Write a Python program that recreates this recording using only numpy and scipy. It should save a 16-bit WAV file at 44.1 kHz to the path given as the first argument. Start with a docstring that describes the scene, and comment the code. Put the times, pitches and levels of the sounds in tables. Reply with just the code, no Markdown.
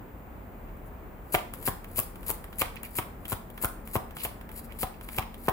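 """A low rumble, a deep drone, faint hiss and a thin whine come first; then fingers scrape on card.
A deck of tarot cards is shuffled overhand, about three strokes a second, a little left of the microphones.
In each stroke a packet hisses over the deck, its edges snap, and it lands with a slap that squeezes out the air.
The hand answers with a soft thump and a knock of cupped air, and cards tick as the next packet is gripped.
Rubbing is shaped noise, contacts are coloured bursts, slaps are air pulses ringing the deck; a hard room replies."""
import sys
import numpy as np
from scipy import signal
from scipy.fft import rfft, irfft, next_fast_len
from scipy.io import wavfile
from scipy.ndimage import map_coordinates

SR = 44100
rng = np.random.default_rng(int(sys.argv[2]) if len(sys.argv) > 2 else 0)


def digitize_waveform(pressure):
    """Quantize a signal to 16-bit integers and store it at the path in sys.argv[1].

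    Rows of a 2-D input are taken as channels; values are limited to [-1, 1].
    """
    field = np.atleast_2d(pressure).T
    bounded = np.clip(field, -1, 1)
    quanta = np.round(bounded * 32767).astype(np.int16)
    wavfile.write(sys.argv[1], SR, quanta)


N = 243431
TIME = np.arange(N) / SR

# Overhand strokes: the packet is drawn off, slides, lands on one edge, then falls flat into the palm.
# Each row: landing in seconds, slide length in seconds, fall time in seconds, then relative levels in dB of
# the draw, slide, landing push, landing clack and flat push, flat push length in milliseconds, flat snap in dB,
# flat clack in dB, card bending pitch in Hz, thump in dB, cupped air pitch in Hz, knock in dB.
STROKES = [ (1.3441, .020, .0045, -56, -29, -12, -26, -32, 0.7, -26.5, -17, 2320, -24, 732, -12.5),
           (1.6767, 0.023, 0.0071, -45, -28, -18.5, -25.5, -19.5, 1.54, -28, -32, 1680, -32, 1030, -24.5),
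           (1.984, 0.024, 0.007, -49, -29.5, -21, -34, -29, 1.7, -19.5, -29.5, 2650, -34.5, 1100, -26.5),
           (2.294, 0.029, 0.0088, -53, -32.5, -28.5, -39, -26, 1.33, -22.5, -28, 990, -37, 880, -31),
           (2.6134, .028, 0.0041, -52, -28, -24, -27, -18, 0.5, -32, -19, 2380, -28.5, 1175, -20),
           (2.9861, 0.032, 0.0049, -49.5, -31, -21.5, -24, -26, 1.55, -36, -44, 2410, -34, 1140, -19),
           (3.3203, 0.039, 0.007, -55, -33.5, -20.5, -29.5, -26.5, 1.55, -32, -29.5, 1380, -27.5, 1470, -26),
           (3.6376, 0.022, 0.0086, -52, -31.5, -20.5, -40, -24.5, 1.16, -22, -26, 1280, -28.5, 1396, -21),
           (3.9552, .021, .0068, -47.5, -33, -11.5, -34, -30.5, 2.6, -39, -28, 1110, -24, 1070, -36),
           (4.2497, 0.015, .0060, -39, -30.5, -23.5, -28.5, -25, 0.54, -40, -49, 2860, -38, 840, -28),
           (4.8307, 0.042, .0038, -53.5, -32.5, -18.5, -24.5, -21.5, 0.77, -42, -33, 990, -30, 760, -21),
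           (5.1794, .035, 0.0053, -43.5, -38.5, -27, -33, -14, 0.51, -29.5, -22, 2350, -23.5, 1090, -21),
           (5.483, 0.021, 0.0035, -46.5, -45, -8, -38, -28, 2.5, -29.5, -24, 1680, -28.5, 1140, -31)]


def amp(db):
    """Level as a logarithm: decibels to amplitude ratio."""
    return 10 ** (np.asarray(db) / 20)


def unit(x):
    """Normalisation by mean power: scale to rms 1."""
    return x / np.sqrt(np.mean(x ** 2) + 1e-20)


def along(points, hz):
    """Interpolation of (Hz, value) points on a logarithmic frequency axis."""
    f, v = np.transpose(points)
    return np.interp(np.log(hz + 1), np.log(f + 1), v)


def filtered(x, response):
    """Linear filtering: the spectrum is multiplied by a complex response of frequency."""
    size = x.shape[-1]
    padded = next_fast_len(size + SR // 4)
    hz = np.fft.rfftfreq(padded, 1 / SR)
    return irfft(rfft(x, padded) * response(hz), padded)[..., :size]


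def noise(spectrum, size=N):
    """Coloured noise: white noise shaped by a spectrum, at rms 1."""
    white = rng.standard_normal(size)
    return unit(filtered(white, lambda hz: amp(along(spectrum, hz))))


def wobble(rate):
    """Slow random modulation: Gaussian knots, rate of them a second, joined by straight lines."""
    knots = rng.standard_normal(int(N * rate / SR) + 4)
    return map_coordinates(knots, [TIME * rate], order=1)


def add(track, s, sound):
    """Superposition: mix a sound into a track from time s in seconds."""
    i = max(round(s * SR), 0)
    track[i:i + len(sound)] += sound[:max(N - i, 0)]


def background(rumble_db=-44.0, hiss_db=-67, lean_db=0.32, swell_db=0.78, settle_db=-2, waver=.5):
    """Partly coherent stereo rumble, incoherent hiss, and a whine of sines with wandering phase."""
    # Spectra of low rumble and faint hiss. Each row: frequency in Hz, relative level in dB per Hz.
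    rumble_spectrum, hiss_spectrum = [(15, -40), (25, -18), (33, -7), (46, 1), (62, -1.5), (130, -10),
                                      (160, -10.5), (220, -10.5), (420, -14.5), (950, -18), (2300, -30.5),
                                      (3600, -45), (5500, -55), (16000, -53)], [(2000, -2), (5600, -7), (7800, 1), (9500, -3),
                                                      (12000, 5.5), (13800, 10), (15500, 0), (17000, -33.5)]
    # Left-right coherence of the rumble. Each row: frequency in Hz, correlation from 0 to 1.
    coherence = [(60, 0.83), (200, 0.89), (400, 0.74), (950, 0), (2400, 0), (15000, 0.54)]
    # Lines of the thin whine. Each row: frequency in Hz, rms level in dB.
    whine_lines = [(14729, -68), (15106, -76), (15477, -78)]

    def angle(hz):
        # cos^2 - sin^2 of this angle is the left-right correlation
        return np.arccos(np.clip(along(coherence, hz), -1, 1)) / 2

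    mid = filtered(noise(rumble_spectrum), lambda hz: np.cos(angle(hz)))
    side = filtered(noise(rumble_spectrum), lambda hz: np.sin(angle(hz)))
    level_db = rumble_db + swell_db * wobble(8.1) + settle_db * TIME / TIME[-1]
    rumble = amp(level_db) * np.array([mid + side, mid - side]) * amp([[lean_db], [-lean_db]])
    hiss = amp(hiss_db) * np.array([noise(hiss_spectrum), noise(hiss_spectrum)])
    whine = 0
    for hz, db in whine_lines:
        phase = 2 * np.pi * hz * TIME + waver * wobble(40)
        whine = whine + amp(db) * np.sqrt(2) * np.sin(phase)
    return rumble + hiss + whine


def hum(drift=.012, swell_db=3.5):
    """Phase modulation in proportion to frequency: a deep drone whose upper lines waver more."""
    # A distant machine. Each row: frequency in Hz, middle level in dB before the stereo balance.
    lines = [(37, -51.5), (184, -61), (229, -58.5)]
    drone = 0
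    for hz, db in lines:
        level = amp(db + swell_db * wobble(3.03)) * np.sqrt(2)
        drone = drone + level * np.sin(2 * np.pi * hz * TIME + drift * hz * wobble(10))
    return drone


def scrapes(width=0.59, grain_db=4):
    """Stick-slip friction: skin drags on a card, which sounds in one broad bending resonance."""
    # Fingers dragging on card. Each row: middle in seconds, time from the middle to 1/e amplitude in seconds,
    # resonance in Hz, relative level in dB.
    drags = [(.69, 0.014, 2470, -63), (0.772, .005, 13500, -58), (.875, 0.016, 12100, -59.5),
             (2.77, 0.0057, 2470, -44), (2.853, 0.016, 2270, -50.5), (4.204, 0.022, 3070, -47.5),
             (4.709, .015, 2220, -59), (4.943, 0.02, 2690, -64), (5.142, 0.035, 2000, -63)]
    out, t = np.zeros(N), np.arange(SR // 5) / SR
    middle = t.mean()
    for s, half, hz, db in drags:
        def resonance(f):
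            damping = 1j * f * hz * width
            return (damping / (hz * hz - f * f + damping)) ** 2

        ring = unit(filtered(rng.standard_normal(len(t)), resonance))
        envelope = np.exp(-((t - middle) / half) ** 2)
        add(out, s - middle, amp(db) * envelope * ring)
    return out * unit(amp(grain_db * wobble(300)))


def swell(start, fastest, stop, db, rise_db, edge_s=0.0047, slowing_db=4):
    """Friction noise grows with speed: the level of one move that sets in, speeds up, slows and stops."""
    times = np.sort([start - edge_s, start, fastest, stop, stop + edge_s])
    levels_db = [-rise_db - 28, -rise_db, 0, -slowing_db, -24]
    return amp(db + np.interp(TIME, times, levels_db, -200, -200))


def slides(grain_db=4.0, grain_rate=700, gain_db=-1):
    """Sliding friction: a grainy hiss swells with speed and stops just after the packet falls flat."""
    # Spectrum of card rubbing on card. 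Each row: frequency in Hz, relative level in dB per Hz.
    rub = [(200, -49), (900, -12.5), (2500, -14.5), (4200, -9.5), (6000, -20.5), (8000, -7.5),
           (10000, -2.5), (12000, 3), (13800, -3.5), (15500, 4), (17000, -42)]
    # Cards shifting in the grip. Each row: fastest moment in seconds, length of the rise to it in seconds,
    # relative level in dB.
    shifts = [(1.543, .008, -46), (2.85, .015, -43), (4.583, 0.063, -39.5), (4.647, 0.023, -49),
              (5.036, 0.028, -48.5)]
    draw_s, draw_rise_db = 0.084, 11.5  # the slow draw before each slide, and how much it swells
    slide_rise_db, fastest_share = 9, 0.7  # a slide swells to its top this far along its way
    overrun_s = 0.0047  # cards skid on after falling flat
    shift_rise_db, shift_stop_s = 18, 0.017  # how much a shift swells, and how soon it stops
    envelope = np.zeros(N)
    for s, length, fall, draw_db, slide_db, *_ in STROKES:
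        start = s - length
        fastest, stop = start + fastest_share * length, s + fall + overrun_s
        envelope += swell(start - draw_s, start - .005, start, draw_db, draw_rise_db)
        envelope += swell(start, fastest, stop, slide_db, slide_rise_db)
    for s, length, db in shifts:
        envelope += swell(s - length, s, s + shift_stop_s, db, shift_rise_db)
    grainy = unit(noise(rub) * amp(grain_db * wobble(grain_rate)))
    return amp(gain_db) * envelope * grainy


def contacts():
    """Impact sequence: every touch of a card edge as (seconds, snap dB, clack dB, bending Hz)."""
    # Fingers gripping the next packet. Each row: time in seconds, relative clack level in dB,
    # relative snap level in dB.
    ticks = [(1.5371, -30.5, -35.5), (1.6268, -38, -41), (1.8438, -36.5, -45), (2.157, -38, -47.5),
             (2.2296, -38.5, -49), (2.442, -34.5, -42.5), (2.5282, -35, -56), (2.7579, -41, -44),
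             (2.8324, -34, -33.5), (3.254, -31, -41), (3.5017, -44, -46), (3.5774, -31.5, -46),
             (3.8746, -37, -41), (4.1081, -38, -52), (4.1679, -29, -38.5), (4.412, -38, -51),
             (4.4915, -37, -48), (4.5158, -40.5, -44), (4.7222, -38, -50), (5.0114, -35, -47),
             (5.0883, -29.5, -45), (5.3432, -36.5, -48)]
    # snaps relative to the slide's hiss: setting off, in mid slide, at the landing
    catch_db, flick_db, touch_db = -6, 1.5, -3.5
    light_clack_db = -47  # clack under the snap of a lone card
    straggler_s, straggler_db = .009, -4.5  # a last card follows the packet down
    tick_hz, tick_spread = 1870, 0.3  # bending pitch of a gripped card, and its scatter (natural log)
    tick_clack_db = -5.5
    for s, length, fall, _, slide_db, _, clack_db, _, _, flat_snap_db, flat_clack_db, hz, *_ in STROKES:
        yield s - length, slide_db + catch_db, light_clack_db, hz
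        yield s - length * rng.uniform(0.32, .7), slide_db + flick_db, light_clack_db, hz
        yield s, slide_db + touch_db, clack_db, hz
        yield s + fall, flat_snap_db, flat_clack_db, hz
        yield s + fall + straggler_s, flat_snap_db + straggler_db, light_clack_db, hz
    for s, clack_db, snap_db in ticks:
        hz = tick_hz * np.exp(tick_spread * rng.standard_normal())
        yield s, snap_db, clack_db + tick_clack_db, hz


def burst(colour, decay, rattle_db, rattle_decay):
    """Impact transient: one contact, 3 ms in, with the decaying chatter of neighbouring cards."""
    t = np.maximum(np.arange(2048) / SR - .003, 0)
    onset = 1 - np.exp(-t / .0001)
    shape = onset * (np.exp(-t / decay) + amp(rattle_db) * np.exp(-t / rattle_decay))
    phase = np.angle(rfft(rng.standard_normal(len(t)) * shape))  # random fine timing, even colour
    magnitude = amp(colour(np.fft.rfftfreq(len(t), 1 / SR)))
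    sound = irfft(magnitude * np.exp(1j * phase))
    return sound / np.linalg.norm(sound) * np.sqrt(.003 * SR)  # rms 1 if spread over 3 ms


def edges(clack_gain_db=-1.0, bend_db=7, bend_width=0.2):
    """Bending resonance: an edge gives a bright snap and a duller clack, coloured by the card's free length."""
    # Spectra of the snap and the clack. Each row: frequency in Hz, relative level in dB per Hz.
    snap_spectrum, clack_spectrum = [(1500, -57), (4000, -30), (6000, -19), (9500, -1.5), (12000, 1.5),
                                     (14000, 2.5), (15500, 4.5), (17000, -28)], [(150, 5.5), (550, -2.5), (1100, 1.5), (1700, -3),
                                                   (2500, -8), (3300, 1), (4500, -15.5), (7000, -20),
                                                   (14000, -10)]
    out = np.zeros(N)
    for s, snap_db, clack_db, hz in contacts():
        def bright(f):
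            return along(snap_spectrum, f)

        def stiff(f):
            return along(clack_spectrum, f) + bend_db / (1 + ((f / hz - 1) / bend_width) ** 2)

        start = s - .003  # the burst makes contact 3 ms in
        # hard snaps are the briefest, light ones smear
        decay = np.interp(snap_db, [-52, -38, -22], [.004, .0013, .0004])
        snap = burst(bright, decay=decay, rattle_db=-23, rattle_decay=0.0049)
        clack = burst(stiff, decay=0.0024, rattle_db=-13, rattle_decay=0.0048)
        add(out, start, amp(snap_db) * snap)
        add(out, start, amp(clack_db + clack_gain_db) * clack)
    return out


def slaps(ring_db=2, first_push_ms=0.64):
    """Air displacement: trapped air gives a push and rebound at both contacts, and excites the deck's modes."""
    # Modes of the deck in the hand. Each row: frequency in Hz, bandwidth in Hz, relative level in dB.
    modes = [(428, 15, -15), (735, 65, 5.5), (1047, 104, 1.5), (1149, 27, 6), (1740, 43, -13),
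             (2270, 290, 1.5), (2560, 140, -17)]
    push, ms = np.zeros(N), np.arange(SR // 25) / SR * 1000
    for s, _, fall, _, _, landing_db, _, flat_db, flat_ms, *_ in STROKES:
        for when, db, length in [(s, landing_db, first_push_ms), (s + fall, flat_db, flat_ms)]:
            u = 3 * ms / length  # the push turns into the rebound at u = 3
            pulse = u * u * (3 - u) * np.exp(-u) / .78  # peak near 1
            add(push, when, -amp(db) * pulse)

    def deck(f):
        total = 0
        for k, (centre, width, db) in enumerate(modes):
            damping = 1j * f * width
            sign = (-1) ** k  # neighbouring modes in opposite phase
            total = total + sign * amp(db) * damping / (centre * centre - f * f + damping)
        return total

    return push + amp(ring_db) * filtered(push, deck)


def palm(thump_hz=95, thump_t60=0.029, thump_attack=0.0025, knock_t60=0.019, knock_attack=0.00046):
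    """Damped resonance: the hand yields in a soft thump, and cupped air knocks at a pitch set by the grip."""
    out, t = np.zeros(N), np.arange(SR // 10) / SR

    def ring(t60, attack):
        return amp(-60 * t / t60) * (1 - np.exp(-t / attack))

    for s, _, fall, *_, thump_db, hz, knock_db in STROKES:
        thump = ring(thump_t60, thump_attack) * np.cos(2 * np.pi * thump_hz * t)
        knock = ring(knock_t60, knock_attack) * np.sin(2 * np.pi * hz * t)
        add(out, s + fall, -4 * amp(thump_db) * thump)
        add(out, s + fall, amp(knock_db) * knock)
    return out


def at_microphones(x, lag=0.0001626, spread=0.0017, scatter_db=-6):
    """Time and level differences: the left port hears the cards first; the table scatters into each port."""
    # Stereo balance of the cards. Each row: frequency in Hz, left minus right level in dB.
    lean = [(80, 5.5), (300, 2), (600, 4), (1200, 5), (2300, -19.5), (4200, 5.5), (8000, 9), (13000, 6)]
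    side = np.array([[1], [-1]])
    t = np.arange(256) / SR
    table = rng.standard_normal((2, len(t))) * np.exp(-t / spread)
    table = table / np.linalg.norm(table, axis=1, keepdims=True)
    scattered = signal.fftconvolve(x[None], table, axes=1)[:, :N]
    scattered = filtered(scattered, lambda hz: 1j * hz / (4000 + 1j * hz))  # high-pass at 4 kHz

    def direct_path(hz):
        return amp(side * along(lean, hz) / 2) * np.exp(1j * np.pi * hz * lag * side)

    return filtered(x, direct_path) + amp(scatter_db) * scattered


def room(x, wet_db=-7, wall_db=-11, wall_delay=.0093, build=0.0014):
    """Reflection and reverberation: a near wall, then a diffuse tail drawn afresh for 16 equal pieces of time."""
    # Colour of the reflecting walls. Each row: frequency in Hz, relative level in dB.
    walls = [(40, -29), (150, -14), (400, -2.5), (900, 2.5), (1500, -0.5), (2300, 2), (3200, -7),
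             (5000, 2.5), (8000, -3), (12000, -5), (16000, -2)]
    # Reverberation time. Each row: frequency in Hz, time to decay by 60 dB in seconds.
    reverberation = [(150, 0.39), (1000, 0.39), (3000, 0.42), (8000, 0.42), (15000, 0.25)]

    def near_wall(hz):
        return amp(wall_db + along(walls, hz)) * np.exp(-2j * np.pi * hz * wall_delay)

    out = filtered(np.array([x, x]), near_wall)
    for piece in np.array_split(np.arange(N), 16):
        hz, t, z = signal.stft(rng.standard_normal((2, SR // 2)), SR, nperseg=256)
        z = z * amp(-60 * t / along(reverberation, hz)[:, None]) * (1 - np.exp(-t / build))
        tail = signal.istft(z * amp(along(walls, hz))[:, None], SR, nperseg=256)[1]
        for channel, response in zip(out, tail):
            response = response / np.linalg.norm(response)
            add(channel, piece[0] / SR, amp(wet_db) * signal.fftconvolve(x[piece], response))
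    return out


def scene():
    """Superposition of the cards, their room and the background; the drone leans left."""
    cards = slides() + edges() + slaps() + palm() + scrapes()
    drone = hum() * amp([[1.5], [-1.5]])
    return at_microphones(cards) + room(cards) + background() + drone


def record(dry, low_cut_hz=32, top_hz=16100):
    """Band limiting: a high-pass thins the deepest bass and a very steep low-pass closes the treble."""
    high_pass = signal.butter(6, low_cut_hz, "highpass", fs=SR, output="sos")
    thinned = signal.sosfilt(high_pass, dry)
    return filtered(thinned, lambda hz: 1 / np.sqrt(1 + (hz / top_hz) ** 300))


dry = scene()
out = record(dry)
digitize_waveform(out)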